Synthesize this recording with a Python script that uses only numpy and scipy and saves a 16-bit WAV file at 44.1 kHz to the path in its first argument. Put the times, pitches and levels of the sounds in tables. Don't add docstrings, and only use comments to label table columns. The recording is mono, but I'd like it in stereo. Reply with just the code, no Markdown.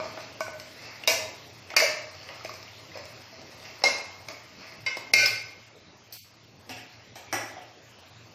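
import sys
import numpy as np
from scipy import signal
from scipy.fft import rfft, irfft
from scipy.io import wavfile
from scipy.ndimage import uniform_filter1d, minimum_filter1d

SR = 44100
rng = np.random.default_rng(int(sys.argv[2]) if len(sys.argv) > 2 else 0)


def bounce(signal):
    frames = np.transpose(np.atleast_2d(signal))
    limited = np.clip(frames, -1, 1)
    pcm = np.round(limited * 32767).astype(np.int16)
    wavfile.write(sys.argv[1], SR, pcm)


def makeup_ratio(level_db):
    decades = np.asarray(level_db, float) / 20
    return 10 ** decades


N = 368115
LEFT_LAG = 9


def evened(x):
    return x / np.sqrt(np.mean(x ** 2) + 1e-20)


def read(points, hz):
    f, value = np.transpose(points)
    return np.interp(np.log(hz + 1), np.log(f + 1), value)


def add(mix, start_s, sound):
    part = mix[..., max(round(start_s * SR), 0):][..., :sound.shape[-1]]
    part += sound[..., :part.shape[-1]]


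def band(x, edges_hz):
    return signal.sosfilt(signal.butter(2, edges_hz, "bandpass", fs=SR, output="sos"), x)


def coloured(x, spectrum):
    gain = makeup_ratio(read(spectrum, np.fft.rfftfreq(len(x), 1 / SR)))
    return irfft(rfft(x) * gain, len(x))


def ringing(modes, damping, scatter_db, twin, size):
    hz, db, t60_s = np.transpose(modes)
    luck = rng.uniform(-1, 1, (len(modes), 6)).T
    fade = np.log(1000) / (damping * np.clip(t60_s, .1, .7))
    twin_hz = hz * (1 + twin * luck[0])
    pole = (2j * np.pi * np.r_[hz, twin_hz] - np.r_[fade, fade])[:, None, None] / SR
    coarse, fine = np.arange(0, size, 100)[:, None], np.arange(100)
    waves = (np.exp(pole * coarse) * np.exp(pole * fine)).reshape(len(pole), -1)
    gain = makeup_ratio(db + scatter_db * luck[1])
    right = np.r_[gain, .5 * gain] * np.exp(2j * np.pi * np.r_[luck[2], luck[3]])
    left = right * np.exp(1j * np.r_[1.2 * luck[4], 3 * luck[5]])
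    return (np.array([left, right]) @ waves).imag


# low_hz, high_hz
BANDS = [(1800, 3100), (200, 900), (900, 1800), (3450, 7200), (7200, 16000)]
POLARITY = [1, 1, -1, -1, 1]
TONE_DB = [1.2, 2, -8.5, -4.5, -30]
NOISE_DB = [3, 2, 1, -0.5, 5.5]


def impact(levels_db, ring, colour, crack_db, crack_t60_s, rise_s, belly_share=1, body_db=-99):
    t = np.arange(ring.shape[1]) / SR
    start = np.clip(t / rise_s, 0, 1)
    crack = coloured(rng.standard_normal(len(t)), colour) * makeup_ratio(-60 * t / crack_t60_s) * start
    out = np.zeros((3, len(t)))
    out[2] = makeup_ratio(levels_db[1] - 33.0 - 60 * t / 0.075) * np.sin(2 * np.pi * 70 * t)
    body_fade_db = body_db - 60 * t / 0.027
    for part, edges_hz in enumerate(BANDS):
        db, sign = levels_db[part], POLARITY[part]
        *tone, noise = band(np.vstack([ring * start, crack]), edges_hz)
        clear = makeup_ratio(db + TONE_DB[part]) * (belly_share if part == 1 else 1)
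        out[2] += sign * makeup_ratio(db + body_fade_db) * tone[0] / abs(tone[0]).max()
        out[:2] += sign * clear * np.array(tone) / abs(tone[1]).max()
        out[2] += sign * makeup_ratio(db + crack_db + NOISE_DB[part]) * noise / abs(noise).max()
    return out


# start_s, ladle_db, belly_db, rim_db, edge_db
BLOWS = [
    (1.075, -13.5, -17.5, -9, -13.5),
    (1.7651, -12.5, -24, -9.5, -16),
    (3.8378, -22, -20.5, -13, -24.5),
    (4.8632, -23.5, -33, -15.5, -41),
    (5.136, -4.5, -15, -7, -12.5),
]
# pitch_hz, level_db, t60_s
RING_1 = [(635, -18, 0.45), (1513, -20, 0.38), (2261, -8, 0.25), (2428, -11, 0.26), (2498, -23, 0.8),
          (2616, -21, 0.4), (2799, -12, 0.28), (3262, -29, 1.1), (3467, -28, 0.36), (4167, -19, 0.44),
          (4339, -20, 0.49), (4425, -27, 1.9), (4980, 0, 0.069), (5082, -20, 0.48), (5168, -12, 0.25),
          (5480, -23, 0.26), (5642, -21, 0.35), (6304, -28, 0.37), (6778, -18, 0.22), (6826, -24, 0.52),
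          (7219, -32, 0.42), (7709, -28, 0.23), (8107, -34, 0.34), (8818, -35, 0.54)]
RING_2 = [(571, -23, 5.0), (624, -17, 5.0), (1475, -15, 0.49), (1906, -24, 5.0), (2153, -7, 0.6),
          (2207, -6, 0.29), (2406, -13, 0.4), (2611, -9, 0.3), (2837, -15, 0.36), (3262, -29, 1.8),
          (4134, -22, 0.82), (4544, -7, 0.31), (4732, -13, 0.4), (4990, -18, 0.76), (5114, -10, 0.38),
          (5292, -22, 0.77), (5658, -22, 0.69), (5970, -22, 0.67), (6137, -24, 1.5), (6713, -23, 0.67),
          (6783, -18, 0.3), (7348, -32, 0.56), (7768, -21, 0.2), (8188, -29, 0.34), (8888, -26, 0.26)]
RING_3 = [(571, -16, 0.62), (1518, -29, 1.4), (1717, -21, 0.4), (2126, -1, 0.38), (2616, -20, 0.64),
          (2966, -19, 0.25), (4091, 0, 0.13), (4398, -26, 0.45), (4689, -15, 0.26), (4764, -20, 0.55),
          (5087, -21, 0.7), (5259, -26, 1.7), (5577, -15, 0.34), (5986, -20, 0.43), (6169, -20, 0.46),
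          (6428, -25, 0.39), (6826, -28, 0.36), (7413, -28, 0.32), (7650, -33, 0.25), (8565, -46, .46)]
RING_4 = [(619, -23, 0.12), (1550, -28, 0.5), (2137, 0, 0.1), (2412, -17, 0.15), (2600, -24, 1.7),
          (2961, -26, 0.49), (3871, -30, 0.29), (4721, -26, 0.31), (5582, -31, 0.19), (7784, -40, 0.17)]
RING_5 = [(624, -14, 0.56), (1518, -19, 0.25), (2126, 0, 0.59), (2396, -7, 0.57), (2600, -11, 0.56),
          (3618, -27, 0.72), (4161, -14, 0.9), (4544, -8, 0.59), (5076, -10, 0.66), (5577, -8, 0.44),
          (5959, -15, 0.7), (6374, -28, 0.99), (6799, -21, 0.54), (7321, -26, 0.46), (8204, -31, 0.54),
          (8705, -23, 0.24), (9862, -36, 0.68), (10170, -14, 0.13), (10570, -19, 0.16), (11590, -29, 0.46)]
CONTACT_DB = [-2.5, -1, -0.5, -8, -2.5]
BELLY_RING = [0.75, 0.92, 0.27, .3, 0.16]
BLOW_WALL_DB = [-4.5, 10.5, 0, 10, -47.5]
BODY_DB = [-14, 4, 0.5, 4, 5.5]
# pitch_hz, density_db
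CRACK = [(88, -79), (150, -38), (323, -11.5), (386, -45), (442, -12.5), (618, -10.5), (1330, -16),
         (1750, -15.5), (2180, -9), (2750, -15), (3300, -22.5), (3900, -18), (5170, -11), (8130, -28.5),
         (10500, -31.5), (13600, -24.5), (15300, -29), (16500, -106)]


def blows():
    out = np.zeros((3, N))
    rings = [RING_1, RING_2, RING_3, RING_4, RING_5]
    settings = zip(BLOWS, rings, CONTACT_DB, BELLY_RING, BLOW_WALL_DB, BODY_DB)
    for (start_s, ladle, belly, rim, edge), modes, contact_db, share, wall_db, body_db in settings:
        ring = ringing(modes, .9, 0, .003, size=26000)
        levels_db = [ladle, belly, belly + wall_db, rim, edge]
        hit = impact(levels_db, ring, CRACK, contact_db, 0.044, 0.0031, share, body_db)
        add(out, start_s - .001, makeup_ratio(-0.5) * hit)
    return out


# start_s, pitch_hz,
# level_db, t60_s
BLOOMS = [(1.15, 654, -53, 0.31), (1.805, 612, -26.5, 0.53), (1.86, 2611, -36.5, 0.58),
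          (3.858, 2127, -47, 0.57), (4.866, 1520, -43.5, 0.84), (5.19, 1516, -46, .25),
          (5.26, 4540, -37.5, 0.1), (6.696, 261, -41.5, 0.42), (4.872, 2120, -32.5, .8)]


def blooms():
    out = np.zeros((3, N))
    for start_s, hz, db, t60_s in BLOOMS:
        ring = ringing([(hz, db, t60_s)], 1, 0, .006, size=20000)
        t = np.arange(ring.shape[1]) / SR
        rough = evened(band(rng.standard_normal(len(t)), (hz * 1.0, hz * 1.01)))
        rough = rough * makeup_ratio(db + 0.5 - 60 * t / 0.29)
        add(out, start_s, np.vstack([ring, rough]) * np.clip(t / 0.0084, 0, 1))
    return out


# start_s, pitch_hz, beat_hz, t60_s
BEATS = [(.5, 1502, 12, .6), (.53, 622, 17, .5), (1.1, 666, 9, .35), (1.15, 627, 5, .5),
         (1.762, 2150, 25, .1), (1.763, 2420, 30, .08), (1.8, 569, 6, .35), (1.81, 624, 7, .4),
         (2.945, 2500, 90, .02), (3.838, 568, 8, .3), (3.848, 2138, 21.5, .7), (3.856, 2145, 25, .12),
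         (4.868, 2131, 17, .22), (4.897, 5140, 25, .12), (5.134, 2396, 20, .12), (5.17, 571, 5, .4),
         (5.187, 1516, 9.5, .5), (5.258, 2125, 12, .25), (5.265, 2602, 15, .3), (5.372, 2396, 10, .4),
         (7.565, 720, 70, .03)]
BEATS_DB = [-40.5, -33.5, -23, -27.5, -12.5, -2.5, -25, -29, -29, -24, -21.5, -12, -24.5, -36, -20, -27,
            -18, -21, -21.5, -31.5, -30]


def beats():
    out = np.zeros(N)
    for (start_s, hz, beat_hz, t60_s), db in zip(BEATS, BEATS_DB):
        t = np.arange(0, t60_s, 1 / SR)
        throb = np.sin(np.pi * beat_hz * t)
        add(out, start_s, makeup_ratio(db - 60 * t / t60_s) * throb * np.sin(2 * np.pi * hz * t))
    return out * makeup_ratio([[-3.0], [1.5]])


# pitch_hz, level_db, t60_s
POT = [(570, -8, .4), (625, 0, .5), (700, -12, .3), (1220, -6, .15), (1513, -8, .4), (2126, -3, .35),
       (2220, -6, .3), (2396, -5, .3), (2600, -8, .3), (2800, -9, .25), (4160, -12, .25), (4544, -9, .25),
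       (5090, -8, .25), (5577, -11, .2), (5980, -13, .2), (6800, -18, .2), (8600, -22, .15),
       (13300, -20, .1)]
# start_s, ladle_db, belly_db, wall_db, rim_db
CLINKS = [
    (0.0014, -45, -37.5, -32.5, -45),
    (0.4065, -43, -53.5, -29.5, -34),
    (0.4804, -49, -42.5, -38, -59),
    (2.4944, -71, -48, -50, -43.5),
    (2.9744, -47, -47, -68, -43.5),
    (3.0554, -65, -61, -71, -43.5),
]
# start_s, ladle_db, belly_db, rim_db
TICKS = [(0.1744, -35.5, -36.5, -53), (0.5993, -44, -54, -37), (2.2902, -37, -55, -57),
         (2.4484, -40, -44, -38), (2.5395, -48, -48.5, -39.5), (2.6294, -51, -73, -42.5),
         (3.9849, -54, -49, -37), (4.2862, -33, -46.5, -34.5), (4.9703, -43.5, -36.5, -35),
         (5.261, -31, -43, -19.5)]
# start_s, ladle_db, belly_db, rim_db
GRAZES = [
    (1.0391, -43, -54, -42),
    (1.704, -36, -50, -42.5),
    (1.7369, -45, -40.5, -54),
    (3.821, -38.5, -44.5, -46),
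]


def clinks():
    out = np.zeros((3, N))
    for start_s, *levels_db in CLINKS:
        ring = ringing(POT, 0.38, 7.1, 0.027, size=9000)
        levels_db = levels_db + [levels_db[-1] - 7]
        add(out, start_s - .001, makeup_ratio(6.0) * impact(levels_db, ring, CRACK, 0.99, 0.0094, 0.00021))
    for start_s, ladle, belly, rim in list(TICKS) + list(GRAZES):
        thud = ringing(POT, .07, 5.0, .06, size=3000)
        levels_db = [ladle, belly, (ladle + belly) / 2 - 0.5, rim, rim - 10.5]
        add(out, start_s - .001, makeup_ratio(4.0) * impact(levels_db, thud, CRACK, 1.4, 0.026, 0.00008))
    return out


# time_s, level_db
STIRRING = [(0.0, -51.5), (0.7, -63), (1.6, -59), (2.3, -53), (2.75, -59.5), (3.2, -55.5), (3.7, -55),
            (4.45, -60), (4.9, -65), (5.3, -68)]
# firmest_s, length_s, ladle_db, belly_db
RUBS = [(0.043, 0.19, -42.5, -37), (0.204, 0.11, -44, -63), (0.833, 0.67, -43, -56),
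        (2.305, 0.17, -63, -46.5), (2.505, 0.044, -42, -64), (2.961, 0.23, -43.5, -48),
        (3.652, 0.027, -35, -72), (4.303, 0.047, -43, -41.5), (4.627, 0.57, -46, -55.5),
        (6.935, 0.14, -54, -76)]


def scraping():
    slip_rate_hz = 3000
    slips = rng.standard_normal(N) * makeup_ratio(2.8 * np.minimum(rng.exponential(1, N), 5))
    slips = slips * (rng.random(N) < slip_rate_hz / SR)
    pot = signal.oaconvolve(slips, ringing(POT, .2, 1, .03, size=6000)[0])[:N]
    rub = evened(pot) + 1.6 * evened(coloured(slips, CRACK))
    parts = [sign * evened(band(rub, edges_hz)) for sign, edges_hz in zip(POLARITY, BANDS)]
    t = np.arange(0, N, 64) / SR
    stir = makeup_ratio(np.interp(t, *np.transpose(STIRRING)))
    ladle, belly = stir ** 2, (makeup_ratio(-4.5) * stir) ** 2
    for firmest_s, length_s, ladle_db, belly_db in RUBS:
        away = np.maximum((t - firmest_s) / length_s, (firmest_s - t) / (0.5 * length_s))
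        press = makeup_ratio(-38 * away) * np.clip(4 * (1.2 - away), 0, 1)
        ladle = ladle + (makeup_ratio(ladle_db) * press) ** 2
        belly = belly + (makeup_ratio(belly_db) * press) ** 2
    wall = np.sqrt(ladle * belly) * makeup_ratio(-11.0)
    rim = stir ** 2 + makeup_ratio(2 * -5) * (ladle - stir ** 2)
    levels = np.sqrt([ladle, belly, wall, rim, rim * makeup_ratio(-54)])
    at = np.arange(N) / SR
    return makeup_ratio(-1.5) * sum(np.interp(at, t, level) * part for level, part in zip(levels, parts))


# start_s, pitch_hz, level_db, t60_s
TAPS = [(.318, 563, -44, 0.041), (.406, 1145, -16, 0.016), (.406, 632, -24, 0.094), (.407, 1516, -33, 0.19),
        (.481, 655, -29, 0.064), (.481, 1140, -44, 0.016), (.6, 5250, -46, 0.011), (.79, 2070, -31, 0.025),
        (1.037, 2730, -20.5, 0.02), (1.044, 2730, -45, 0.018), (1.075, 3780, -17.5, 0.061),
        (1.715, 670, -37.5, 0.063), (1.716, 2230, -31, 0.05), (1.74, 1300, -27, 0.019),
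        (1.766, 2220, -8, 0.034), (1.767, 2350, -38, 0.044), (1.804, 2110, -8, .04),
        (1.81, 468.7, -29.5, 0.21), (1.822, 657, -18.5, 0.067), (1.84, 572, -23.5, 0.13),
        (2.29, 555, -39.5, 0.054), (2.41, 1270, -37, 0.035), (2.449, 636, -24.5, 0.034),
        (2.458, 2480, -24, 0.019), (2.494, 1134, -27.5, 0.026), (2.68, 2820, -30.5, 0.013),
        (2.864, 580, -47.5, 0.069), (2.917, 2020, -36.5, 0.033), (2.954, 544, -35, 0.064),
        (2.972, 573, -30.5, 0.041), (2.995, 574, -36, 0.1), (3.054, 620, -39, 0.045),
        (3.326, 664, -44, 0.068), (3.648, 2720, -35, 0.019), (3.838, 775, -14, 0.031),
        (3.839, 4100, -50, 0.028), (3.839, 5160, -13.5, 0.027), (3.84, 2690, -15.5, 0.04),
        (5.137, 2216, -12.5, 0.25), (5.215, 606, -31, 0.092), (5.258, 5090, -18, 0.08),
        (5.258, 2320, -25, 0.05), (.466, 1480, -30, 0.05), (5.138, 208, -24, 0.027),
        (3.839, 550, -22.5, 0.052), (1.74, 3120, -35, 0.018), (.408, 2280, -30, 0.028)]
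# start_s, pitch_hz, level_db, t60_s
BOUNCES = [(1.766, 2150, -14, .02), (3.6, 3700, -41, .012), (3.839, 480, -21, .03), (3.86, 2148, -43, .3),
           (4.315, 5300, -36, .015), (4.864, 7800, -40, .0093), (5.259, 13000, -24, .004),
           (5.259, 8400, -27, .005), (5.259, 13500, -29, .004)]
# start_s, pitch_hz, level_db, t60_s
FAR_TAPS = [(6.126, 13600, -29, 0.013), (6.126, 11250, -38.5, 0.016), (6.126, 15800, -48, .012),
            (6.127, 4470, -34.5, 0.023), (6.695, 2250, -37, .03), (7.157, 824, -44, 0.049),
            (7.18, 930, -44, 0.038), (7.275, 2330, -35.5, .03), (7.327, 5500, -33, .014),
            (7.328, 2600, -25, 0.017), (7.327, 11000, -30.5, 0.0067), (7.327, 2010, -21, 0.015),
            (7.328, 2380, -31, 0.015), (7.328, 13300, -28.5, .006), (7.328, 1160, -19.5, 0.014),
            (7.568, 760, -31, .02)]
# start_s, pitch_hz, level_db, t60_s
BOOMS = [(1.078, 109, -62, .5), (5.138, 45, -42, .12), (5.15, 110.4, -39.5, 1), (5.25, 60.3, -50, .12),
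         (6.7, 113, -47, 0.69), (7.33, 110, -42.5, 0.8), (7.33, 40, -50, .15)]


def taps(table):
    out = np.zeros(N)
    for start_s, hz, db, t60_s in table:
        t = np.arange(0, abs(t60_s), 1 / SR)
        rise = np.clip(t * hz, 0, 1)
        add(out, start_s, makeup_ratio(db - 60 * t / abs(t60_s)) * rise * np.sin(2 * np.pi * hz * t))
    return out


# start_s, middle_db, low_db, high_db, top_db
KNOCKS = [
    (6.125, -52.5, -60, -40, -42.5),
    (6.694, -37, -41, -34.5, -43),
    (6.766, -39.5, -45, -47, -50.5),
    (7.1567, -42, -45, -42.5, -44),
    (7.3275, -28.5, -26, -53, -25),
    (7.5705, -65, -44.5, -46, -72),
]
# pitch_hz, density_db
FAR = [(71, -50), (120, -4.5), (163, -28), (257, -12), (487, -11.5), (706, -3), (1090, -20), (2530, -2.5),
       (4600, -12), (5650, -7), (6530, -19), (8710, -23.5), (9660, -38.5), (13200, -18.5), (16500, -79)]


def knocks():
    out = np.zeros((3, N))
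    for start_s, middle, low, high, top in KNOCKS:
        ring = ringing(POT, .12, 6.0, .08, size=9000)
        levels_db = [middle, low, low + 3, high, top]
        add(out, start_s - .001, makeup_ratio(-4.0) * impact(levels_db, ring, FAR, 6.0, 0.053, 0.00024))
    return out


# pitch_hz, density_db
AIR = [(20, -21), (45, -43), (102, -5), (179, -9), (265, -6), (634, -7.5), (1500, -12), (2400, -10),
       (5070, -13), (7200, -21.5), (9800, -28.5), (13500, -24), (15000, -29), (16500, -60.5)]
# pitch_hz, correlation
SAME = [(60, -0.074), (180, 1), (550, 0.51), (1650, -0.13), (4970, -0.06), (15000, 0.096)]
# pitch_hz, width_hz, level_db
HUM = [
    (93.3, 12.5, -63.5),
    (115.3, 8.9, -61.5),
    (150, 7.3, -71),
]
# time_s, level_db
DRONE = [(0.0, -55), (0.3, -57.5), (1.41, -57.5), (1.95, -59), (2.23, -58), (2.74, -57.5), (4.13, -57.5),
         (4.44, -59.5), (5.25, -59.5), (5.55, -60.5), (6.27, -63.5), (6.97, -60), (8.34, -60)]


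def air():
    frames, hz = N // 256 + 5, np.fft.rfftfreq(1024, 1 / SR)
    a, b, c, d, patches = rng.standard_normal((frames, 513, 5)).T
    patches = evened(uniform_filter1d(uniform_filter1d(patches, 12, 0), 14, 1))
    same, left = np.clip(read(SAME, hz), -1, 1)[:, None], a + 1j * b
    z = np.array([left, same * left + np.sqrt(1 - same ** 2) * (c + 1j * d)])
    z *= makeup_ratio(read(AIR, hz)[:, None] + 2.75 * patches)
    hiss = makeup_ratio(-50) * evened(signal.istft(z, nperseg=1024, noverlap=768)[1][:, :N])
    hum, t = np.zeros(N), np.arange(N) / SR
    for f, width_hz, db in HUM:
        r = np.exp(-np.pi * width_hz * 60 / SR)
        drift = rng.standard_normal(N // 60 + 2) + 1j * rng.standard_normal(N // 60 + 2)
        slow = signal.lfilter([1], [1, -2 * r, r * r], drift)
        slow = np.interp(t, np.arange(len(slow)) * 60 / SR, slow)
        hum += makeup_ratio(db) * evened((slow * np.exp(2j * np.pi * f * t)).real)
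    swell_db = np.interp(t, *np.transpose(DRONE))
    swell_db = swell_db - swell_db.mean()
    return (hiss * makeup_ratio(1.23 * swell_db) + hum * makeup_ratio(swell_db)) * makeup_ratio([[-1.5], [1.5]])


# pitch_hz, t60_s
KITCHEN = [(200, 0.79), (700, 0.7), (2200, 0.65), (5000, 0.56), (9000, 0.46), (14000, 0.34)]


def kitchen(x, start):
    echoes, slots = np.zeros((2, 32000)), np.arange(start, 31980, 20)
    at = slots + rng.integers(0, 20, (2, len(slots)))
    np.put_along_axis(echoes, at, rng.choice([-1., 1.], at.shape), 1)
    hz, t, z = signal.stft(echoes, SR, nperseg=256)
    fade = makeup_ratio(-60 * t / read(KITCHEN, hz)[:, None])
    tail = signal.istft(z * fade, SR, nperseg=256)[1]
    return signal.fftconvolve(x[None], tail / np.linalg.norm(tail[0]), axes=1)[:, :N]


def heard(ring, contact, left_db, right_db, wet_db, ring_wet_db):
    direct = (ring + [np.roll(contact, LEFT_LAG), contact]) * makeup_ratio([[left_db], [right_db]])
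    return direct + makeup_ratio(wet_db) * kitchen(contact + makeup_ratio(ring_wet_db) * ring[1], start=250)


def limited(x):
    power_db = 10 * np.log10(signal.lfilter([.012], [1, .012 - 1], (x ** 2).mean(0)) + 1e-12)
    fall_db = np.arange(N) * 300. / SR
    over_db = np.maximum(np.maximum.accumulate(power_db + fall_db) - fall_db + 16.0, 0)
    late_db = signal.lfilter([.004], [1, .004 - 1], over_db)
    return np.clip(x / makeup_ratio(.8 * late_db), -.84, .84)


# pitch_hz, rise_db
THRIFT = [(6300, -45), (7000, -14), (7700, 4), (9800, 6.5), (12800, 3.5), (13050, -6.5), (13900, -3),
          (14200, 3), (15500, 14), (16500, 41.5)]
# start_s, end_s, low_hz, high_hz
STARVED = [
    (5.15, 5.24, 3120, 3470),
    (6.175, 6.245, 300, 2000),
    (7.355, 7.43, 6200, 6800),
    (3.836, 4.1, 12500, 16500),
]


def thinned(x):
    hz, t, z = signal.stft(x, SR, nperseg=512, noverlap=384)
    bins, frames = 8, 8
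    near = uniform_filter1d((abs(z) ** 2).mean(0), bins, 0)
    power_db = 10 * np.log10(uniform_filter1d(near, frames, 1) + 1e-16)
    row, col = np.arange(len(hz)) // bins, np.arange(len(t)) // frames
    block_db = power_db[bins // 2::bins, frames // 2::frames]
    block_db = block_db[np.minimum(row, row[-1] - 1)][:, np.minimum(col, col[-1] - 1)]
    usual_db = np.percentile(block_db, 20, axis=1)[:, None]
    luck = rng.standard_normal(len(t))[col]
    spare_db = 3.0 * luck + 7 * (luck > .9) - 1
    spare_db = spare_db + 1.2 * rng.standard_normal(z.shape[1:])[row][:, col]
    loud_db = 10 * np.log10(near.mean(0) + 1e-16)
    middle_db = np.median(loud_db)
    spare_db = spare_db - 0.16 * np.maximum(loud_db - middle_db, 0)
    spare_db = spare_db + 0.58 * np.minimum(uniform_filter1d(loud_db, size=150) - middle_db, 0)
    kept = np.clip((block_db - usual_db - read(THRIFT, hz)[:, None] + spare_db) / 2, 0, 1)
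    near_db = 10 * np.log10(uniform_filter1d(near, 3 * bins, 0) + 1e-16)
    ahead_db = -minimum_filter1d(-near_db, size=7, origin=-3, axis=1)
    kept *= np.clip((near_db - ahead_db + 36) / 5, .03, 1)
    stripes = rng.random(z.shape[1:])[np.arange(len(hz)) // 3][:, col // 3] < .3
    loudness = np.clip((uniform_filter1d(loud_db, 9) - middle_db - 8) / 4, 0, 1)
    kept *= 1 - stripes * (hz > 7400)[:, None] * loudness
    for start_s, end_s, low_hz, high_hz in STARVED:
        kept[np.ix_((hz > low_hz) & (hz < high_hz), (t > start_s) & (t < end_s))] *= .08
    return signal.istft(z * kept, SR, nperseg=512, noverlap=384)[1][:, :N]


def scene():
    hard, light, far = blows() + blooms(), clinks(), knocks()
    near = taps(TAPS)
    close = np.array([np.roll(near, LEFT_LAG), near]) * makeup_ratio([[-4.0], [0.5]])
    light_contact = light[2] + scraping() + makeup_ratio(-4) * near
    mix = heard(hard[:2], hard[2] + taps(BOUNCES), -6.0, 1.9, 2.37, -14.0)
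    mix = mix + heard(light[:2], light_contact, -7.5, 2.65, -1.14, 0.0)
    mix = mix + heard(far[:2], far[2] + taps(FAR_TAPS), -2.0, 0.93, 3.7, -26.5)
    return mix + close + beats() + air() + taps(BOOMS) * makeup_ratio([[-2.5], [1.5]])


def low_pass(x):
    return signal.sosfilt(signal.butter(12, 16790, fs=SR, output="sos"), x)


def record(dry):
    mix = thinned(limited(dry))
    return low_pass(mix)


dry = scene()
out = record(dry)
bounce(out)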